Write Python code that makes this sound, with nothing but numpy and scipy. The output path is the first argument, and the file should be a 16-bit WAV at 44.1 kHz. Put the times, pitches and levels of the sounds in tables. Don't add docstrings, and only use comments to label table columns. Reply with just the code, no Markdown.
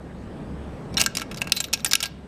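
import sys
import numpy as np
from scipy import signal
from scipy.fft import rfft, irfft, next_fast_len
from scipy.io import wavfile
from scipy.ndimage import uniform_filter1d, map_coordinates

SR = 44100
rng = np.random.default_rng(int(sys.argv[2]) if len(sys.argv) > 2 else 0)


def bounce(signal):
    frames = np.transpose(np.atleast_2d(signal))
    limited = np.clip(frames, -1, 1)
    pcm = np.round(limited * 32767).astype(np.int16)
    wavfile.write(sys.argv[1], SR, pcm)


def amplitude_ratio(level_db):
    exponent = np.asarray(level_db, float) / 20
    return 10 ** exponent


N = 100239

# time in seconds, room air in dB, motor in dB.
HUM_LEVELS = [(0, -41, -44.5), (.2, -41, -45.5), (.4, -38, -49), (.6, -38.5, -38), (.72, -36, -41),
              (.84, -37, -55), (.95, -36, -38.5), (1.1, -40.5, -59), (1.45, -38, -54.5),
              (1.58, -43.5, -50.5), (1.8, -42.5, -48.5), (2.0, -45, -55), (2.17, -45.5, -45.5),
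              (2.27, -44, -49)]
# frequency in Hz, density in dB per Hz.
AIR_SPECTRUM = [(15, -47), (25, -8), (59, -8), (96, -4.5), (196, -0.5), (380, -11), (426, -10),
                (638, -15.5), (1200, -22.5), (1560, -31.5), (2640, -120)]
# frequency in Hz, density in dB per Hz.
HISS_SPECTRUM = [(590, -1.5), (1000, -16.5), (1620, -6), (1880, -7.5), (5920, -24.5), (8060, -27.5),
                 (8740, -28.5), (14500, -41.5), (15500, -54)]
# frequency in Hz, width in Hz, level in dB.
CAMERA_WHINE = [
    (8050, 600, -34),
    (9900, 600, -43),
]
# frequency in Hz, t60 in seconds.
ROOM_DECAY = [(500, 0.75), (3000, 0.57), (8000, 0.22), (15000, 0.13)]
# start in seconds, frequency in Hz, level in dB, t60 in seconds.
PART_CHIMES = [(.9702, 5550, -7.5, 0.022), (.9702, 4100, -17, 0.058), (.9702, 2910, -20.5, 0.056),
               (.973, 3690, -17.5, 0.06), (.998, 2820, -41, 0.027), (1.0046, 6630, -21.5, 0.028),
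               (1.0046, 4710, -26, 0.047), (1.0125, 2817, -16.5, 0.038), (1.0125, 5500, -22, 0.041),
               (1.0136, 8150, -10.5, .015), (1.062, 1595, -22.5, 0.07), (1.0375, 9200, -23, 0.018),
               (1.1515, 4970, -29, 0.038), (1.1515, 3800, -43, 0.081), (1.17, 5620, -25, .025),
               (1.417, 2630, -21, .025), (1.472, 2710, -35, 0.027), (1.5207, 2560, -18, 0.029),
               (1.5207, 3900, -22, 0.028), (1.5207, 5980, -31, 0.035), (1.5207, 7430, -21.5, .015),
               (1.6026, 7060, -28, 0.022), (1.6026, 3940, -26, 0.025), (1.6026, 2525, -31.5, 0.055),
               (1.6405, 2730, -42, .03), (1.735, 2550, -18, 0.054), (1.735, 5630, -17.5, 0.026),
               (1.735, 4480, -21.5, 0.033), (1.735, 893, -36, 0.063), (1.846, 7720, -19, 0.028),
               (1.846, 3750, -29.5, 0.043), (1.86, 5800, -24.5, 0.018), (1.86, 1840, -26.5, .04),
               (1.9114, 2720, -28.5, .03), (1.9114, 7311, -21.5, .03), (1.9332, 3680, -15, 0.019),
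               (1.9332, 4320, -22.5, 0.029), (1.9332, 6750, -13, .018), (1.935, 1620, -29.5, 0.061),
               (1.9533, 6860, -23, 0.022), (2.0035, 2810, -27, .03), (2.028, 3570, -19, .03)]
# time in seconds, peak in dB.
SHARP_EDGES = [
    (.998, -8),
    (1.0052, -5),
    (1.0154, 1),
    (1.062, -6),
    (1.5214, 4),
    (1.7364, -3),
    (1.934, 5),
    (1.9551, -5),
]
COIN_TWINS_HZ = [13460, 13830]
# start in seconds, length in seconds, level in dB, upper twin minus lower in dB.
COIN_FLIGHTS = [(.952, .02, -67, -6), (.976, .024, -47, -4), (.998, .058, -43, 3), (1.062, .03, -62, -4),
                (1.172, .065, -62, -6), (1.317, .025, -62, 10), (1.374, .04, -57, -10),
                (1.524, .07, -50, 8), (1.545, .04, -38, 15), (1.604, .045, -47, 3), (1.642, .045, -56, 0),
                (1.738, .06, -59, -5), (1.775, .07, -61, 8), (1.85, .06, -52, -6), (1.862, .032, -37, -15),
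                (1.91, .047, -48, 0), (2.003, .026, -52, 0), (2.056, .032, -49, -5)]
# start in seconds, length in seconds, frequency in Hz, level in dB.
LOWER_MODES = [
    (.92, .025, 5460, -56),
    (.92, .045, 2300, -54),
    (.924, .024, 9280, -63),
    (1.521, .04, 9280, -45),
    (1.555, .009, 4100, -38),
    (1.563, .024, 4050, -28),
    (1.788, .012, 2600, -46),
    (1.38, .035, 1625, -48),
    (1.064, .028, 5800, -46),
]
# time in seconds, peak in dB, struck pitch in Hz, low clank in dB, t60 in seconds.
ENTRY_BLOWS = [(0.9708, -18, 4100, -9, 0.037), (0.977, -13, 7300, -33, 0.028),
               (0.9795, -11, 2650, -12, 0.085), (0.999, -8, 2560, -23, 0.051),
               (1.0046, -10, 5650, -17, 0.058), (1.0112, -13, 5500, -18, 0.031),
               (1.0187, -9.5, 2440, -16.5, 0.029), (1.038, -15, 2850, -22, 0.043),
               (1.0615, -5, 7570, -18, 0.03), (1.151, -15, 9000, -20.5, 0.039),
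               (1.1694, -6, 5800, -19, 0.032), (1.2164, -14, 2660, -11, 0.051),
               (1.3129, -20.5, 2520, -13, 0.054), (1.3714, -21.5, 4630, -21, 0.053),
               (1.4173, -10, 2600, -14.5, 0.029), (1.4716, -19, 2700, -9.5, 0.036)]
# time in seconds, peak in dB, struck pitch in Hz, low clank in dB, t60 in seconds.
SORTER_BLOWS = [(1.5204, -0.5, 3960, -28, 0.022), (1.5644, -16, 7500, -40, 0.037),
                (1.5686, -13.5, 4040, -24, 0.082), (1.6025, -6.5, 7500, -21.5, 0.043),
                (1.6406, -13, 3680, -24.5, 0.044), (1.7292, -9, 3150, -25, 0.064),
                (1.735, -6.5, 5800, -33, 0.044), (1.846, -4, 9030, -23, 0.034),
                (1.8607, -10, 5500, -17.5, 0.05), (1.9115, -10, 5030, -24.5, 0.046),
                (1.916, -12, 4460, -33, 0.024), (1.9344, -3, 4100, -25.5, 0.019),
                (1.9525, -5.5, 3200, -24, 0.026), (2.0038, -11.5, 5300, -20, 0.032),
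                (2.027, -8, 3406, -24, 0.063), (2.0364, -11, 3070, -18.5, 0.042),
                (2.056, -14.5, 4310, -17, 0.047)]
# time in seconds, peak in dB, struck pitch in Hz, low clank in dB, t60 in seconds.
SECOND_BLOWS = [
    (1.0146, -7, 7940, -20.5, 0.0075),
    (1.74, -12.5, 4500, -34.5, 0.023),
    (1.954, -5.5, 10000, -35.5, 0.0067),
]
# time in seconds, peak in dB, struck pitch in Hz.
LIGHT_TAPS = [(0.942, -25.5, 5100), (.992, -25, 7000), (1.01, -21, 5500), (1.183, -18, 7500),
              (1.192, -31, 4960), (1.197, -18, 4570), (1.21, -21.5, 2540), (1.3442, -22, 5500),
              (1.361, -31, 6500), (1.383, -28, 4830), (1.411, -26, 9000), (1.443, -29, 2700),
              (1.496, -25, 2570), (1.556, -42, 4100), (1.581, -29.5, 4200), (1.79, -36, 6000),
              (1.684, -30.5, 3560), (1.7742, -26.5, 3440), (1.796, -29, 6000), (1.804, -27.5, 4100),
              (1.811, -40, 3970), (1.893, -26.5, 5500), (1.922, -15, 4500), (2.048, -20.5, 4380)]
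# frequency in Hz, level in dB, t60 in seconds.
PLATE_MODES = [(1344, 9.5, 0.06), (1620, 7.5, 0.11), (2230, 1, 0.084), (2640, -2.5, 0.045),
               (2820, 3, 0.035), (3700, -4.5, 0.016), (3900, -2, 0.021), (3960, 0, .05), (5500, -10, 0.03),
               (5400, -7.5, 0.025), (6950, -19, 0.0121)]
# frequency in Hz, level in dB.
CRACK_SPECTRUM = [(300, -25), (600, 1), (2000, -0.5), (3000, -2.5), (7000, -1.5), (10000, -2),
                  (14000, -5.5), (15200, -32.5)]

AIR_DB, HISS_DB, HISS_FOLLOWS_SHARE = 2, -11, 0.55
MOTOR_HZ, MOTOR_DRIFT_HZ = 67.9, 1.2
ROOM_DB, ECHO_STEP_SAMPLES, ECHO_DELAY_SAMPLES = -23.5, 2205, 60
RATTLE_DB, RATTLE_RATE_HZ = 5, 500
EDGE_HZ, EDGE_T60_S, EDGE_LOW_HZ = 5500, 0.0016, 1500
SWELL_POWER, FLICKER_DB = 0.8, 2.5
RISE_S, GRIT_DB, SPIKE_GAIN, SPIKE_T60_S = 0.00029, 1, 0.36, 0.0022
TREBLE_HZ, TREBLE_LIFE_RATIO, SOFT_DULLS_RATIO = 7000, 0.48, 0.31
STRUCK_DB, STRUCK_OCTAVES, STRUCK_RING_DB, STRUCK_T60_S = 7.5, 0.28, -4.5, 0.012
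PLATE_RING_DB, PLATE_SCATTER_DB = -14.5, 4.5
PLATE_COLOUR_DB, PLATE_WIDTH_HZ, CHANCE_PEAK_DB = 3.5, 70, 1.5
LOW_CLANK_DB, TAP_LOW_DB, TAP_T60_S = 12.5, -15.5, 0.018
MIC_TOP_HZ = 15200


def unit(x):
    return x / np.sqrt(np.mean(x ** 2, axis=-1, keepdims=True) + 1e-20)


def along(points, hz):
    point_hz, value = np.transpose(points)
    return np.interp(np.log(hz + 1), np.log(point_hz + 1), value)


def wobble(rate_hz):
    knots = rng.standard_normal(int(N * rate_hz / SR) + 4)
    return map_coordinates(knots, [np.arange(N) * rate_hz / SR])


def noise(gain, patchy_db=0):
    length = next_fast_len(N + 4096)
    cells = signal.stft(rng.standard_normal(length), nperseg=512)[2]
    patches = uniform_filter1d(rng.standard_normal(cells.shape), size=6, axis=0)
    patches = uniform_filter1d(patches, size=14, axis=1)
    patchy = signal.istft(cells * amplitude_ratio(patchy_db * patches / patches.std()), nperseg=512)[1][:length]
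    shaped = irfft(rfft(patchy) * gain(np.fft.rfftfreq(length, 1 / SR)), length)
    return unit(shaped[2048:][:N])


def band(hz, width_hz):
    return lambda f: 1 / (1 + ((f - hz) / width_hz * 2) ** 2)


def causal(db):
    cepstrum = irfft(db * np.log(10) / 20)
    half = len(cepstrum) // 2
    cepstrum[1:half] *= 2
    cepstrum[half + 1:] = 0
    return np.exp(rfft(cepstrum))


def decaying_tone(hz, db, t60_s, t):
    return amplitude_ratio(db - 60 * t / t60_s) * np.sin(2 * np.pi * hz * t)


def hum():
    s, air_db, motor_db = np.transpose(HUM_LEVELS)
    t = np.arange(N) / SR
    air_db, motor_db = np.interp(t, s, air_db), np.interp(t, s, motor_db)
    air = noise(lambda f: amplitude_ratio(along(AIR_SPECTRUM, f)), patchy_db=0.6)
    air = air * amplitude_ratio(AIR_DB + air_db + wobble(7.87) / 2)
    hiss = amplitude_ratio(HISS_DB) * noise(lambda f: amplitude_ratio(along(HISS_SPECTRUM, f)), patchy_db=1.8)
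    for hz, width_hz, db in CAMERA_WHINE:
        hiss = hiss + amplitude_ratio(db) * noise(band(hz, width_hz))
    hiss_db = air_db.mean() + HISS_FOLLOWS_SHARE * (air_db - air_db.mean())
    motor_turns = np.cumsum(MOTOR_HZ + MOTOR_DRIFT_HZ * wobble(5.68)) / SR
    motor = np.sqrt(2) * np.sin(2 * np.pi * motor_turns)
    return air + amplitude_ratio(hiss_db) * hiss + amplitude_ratio(motor_db + wobble(3.7)) * motor


def echoes(near):
    out = np.zeros(N + SR)
    for start in range(0, N, ECHO_STEP_SAMPLES):
        hz, t, cells = signal.stft(rng.standard_normal(SR // 4), SR, nperseg=256)
        decay = amplitude_ratio(-60 * t / along(ROOM_DECAY, hz)[:, None])
        tail = signal.istft(cells * decay, SR, nperseg=256)[1]
        tail = amplitude_ratio(ROOM_DB) * tail / np.linalg.norm(tail)
        wet = signal.fftconvolve(near[start:start + ECHO_STEP_SAMPLES], tail)
        out[start + ECHO_DELAY_SAMPLES:][:len(wet)] += wet
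    return out[:N]


def chimes():
    out, t = np.zeros(N + SR), np.arange(4096) / SR
    rattle = np.pad(wobble(RATTLE_RATE_HZ), (0, SR))
    for k, (s, hz, db, t60_s) in enumerate(PART_CHIMES):
        uneven_db = RATTLE_DB * rattle[k * len(t) // 2:][:len(t)]
        out[round(s * SR):][:len(t)] += decaying_tone(hz, db + uneven_db, t60_s, t)
    return out[:N]


def sharp_edges():
    out, t = np.zeros(N + SR), np.arange(4096) / SR
    thin = signal.butter(2, EDGE_LOW_HZ, "high", fs=SR, output="sos")
    edge = signal.sosfilt(thin, decaying_tone(EDGE_HZ, 0, EDGE_T60_S, t))
    peak = np.abs(edge).argmax()
    for s, db in SHARP_EDGES:
        out[round(s * SR) - peak:][:len(t)] += amplitude_ratio(db) * edge / np.abs(edge[peak])
    return out[:N]


def coin():
    out, swells = np.zeros(N), []
    for s, length_s, db, twin_db in COIN_FLIGHTS:
        for hz, side in zip(COIN_TWINS_HZ, (-1, 1)):
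            swells.append((s, length_s, hz, db + min(side * twin_db, 0)))
    for s, length_s, hz, db in swells + LOWER_MODES:
        t = np.arange(round(length_s * SR)) / SR
        swell = np.abs(np.sin(np.pi * t / length_s)) ** SWELL_POWER
        out[round(s * SR):][:len(t)] += amplitude_ratio(db) * swell * np.sin(2 * np.pi * (hz * t + rng.random()))
    return out * amplitude_ratio(FLICKER_DB * wobble(91))


def struck_colour_db(f, struck_hz, low_db):
    clank = along([(1800, low_db + LOW_CLANK_DB), (2400, 0.039)], f)
    octaves = np.log2((f + 1) / struck_hz)
    return clank + STRUCK_DB * np.exp(-(octaves / STRUCK_OCTAVES) ** 2)


def contacts():
    out, t = np.zeros(N + SR), np.arange(8192) / SR
    f = np.fft.rfftfreq(len(t), 1 / SR)
    plate_hz, plate_db, plate_t60_s = np.transpose(PLATE_MODES)[:, :, None]
    modes = len(plate_hz)
    treble = 1 / (1 + (TREBLE_HZ / (f + 1)) ** 4)
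    plate_colour_db = PLATE_COLOUR_DB * (1 / (1 + ((f - plate_hz) / PLATE_WIDTH_HZ) ** 2)).max(0)
    rise = 1 - np.exp(-t / RISE_S)
    spike = 1 + SPIKE_GAIN * amplitude_ratio(-60 * t / SPIKE_T60_S)
    taps = [(*tap, TAP_LOW_DB, TAP_T60_S) for tap in LIGHT_TAPS]
    for s, db, struck_hz, low_db, t60_s in ENTRY_BLOWS + SORTER_BLOWS + SECOND_BLOWS + taps:
        grain, rough, chance, peaks = rng.standard_normal((4, len(t)))

        grit = grain * rise * spike * amplitude_ratio(GRIT_DB * unit(uniform_filter1d(rough, size=24)))
        body = rfft(grit * amplitude_ratio(-60 * t / t60_s))
        top = rfft(grit * amplitude_ratio(-60 * t / (t60_s * TREBLE_LIFE_RATIO)))
        peaks = uniform_filter1d(uniform_filter1d(peaks[:len(f)], size=30), size=30)
        colour_db = along(CRACK_SPECTRUM, f) + struck_colour_db(f, struck_hz, low_db)
        colour_db = colour_db + CHANCE_PEAK_DB * unit(peaks) + plate_colour_db
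        mixed = body * (1 - treble) + top * treble * amplitude_ratio(SOFT_DULLS_RATIO * db)
        burst = irfft(mixed * causal(colour_db))

        mode_db = plate_db + struck_colour_db(plate_hz, struck_hz, low_db) - STRUCK_DB / 2
        mode_db = mode_db + PLATE_SCATTER_DB * chance[:modes, None]
        turns = plate_hz * t + chance[-modes:, None]
        ring = (amplitude_ratio(mode_db - 60 * t / plate_t60_s) * np.sin(2 * np.pi * turns)).sum(0)
        own = decaying_tone(struck_hz, STRUCK_RING_DB, STRUCK_T60_S + t60_s / 2, t)

        hit = burst / burst[:220].std() + (amplitude_ratio(PLATE_RING_DB) * ring + own) * rise
        out[round(s * SR):][:len(t)] += amplitude_ratio(db - 13.0) * hit / hit[:220].std()
    return out[:N]


def scene():
    near = contacts() + chimes() + sharp_edges() + coin()
    return (near + echoes(near) + hum())[None]


def roll_off(x):
    return signal.sosfilt(signal.butter(12, 16230, fs=SR, output="sos"), x)


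def record(dry):
    low_pass = signal.butter(16, MIC_TOP_HZ, fs=SR, output="sos")
    mix = np.clip(signal.sosfilt(low_pass, dry), -1, 1)
    return roll_off(mix)


dry = scene()
out = record(dry)
bounce(out)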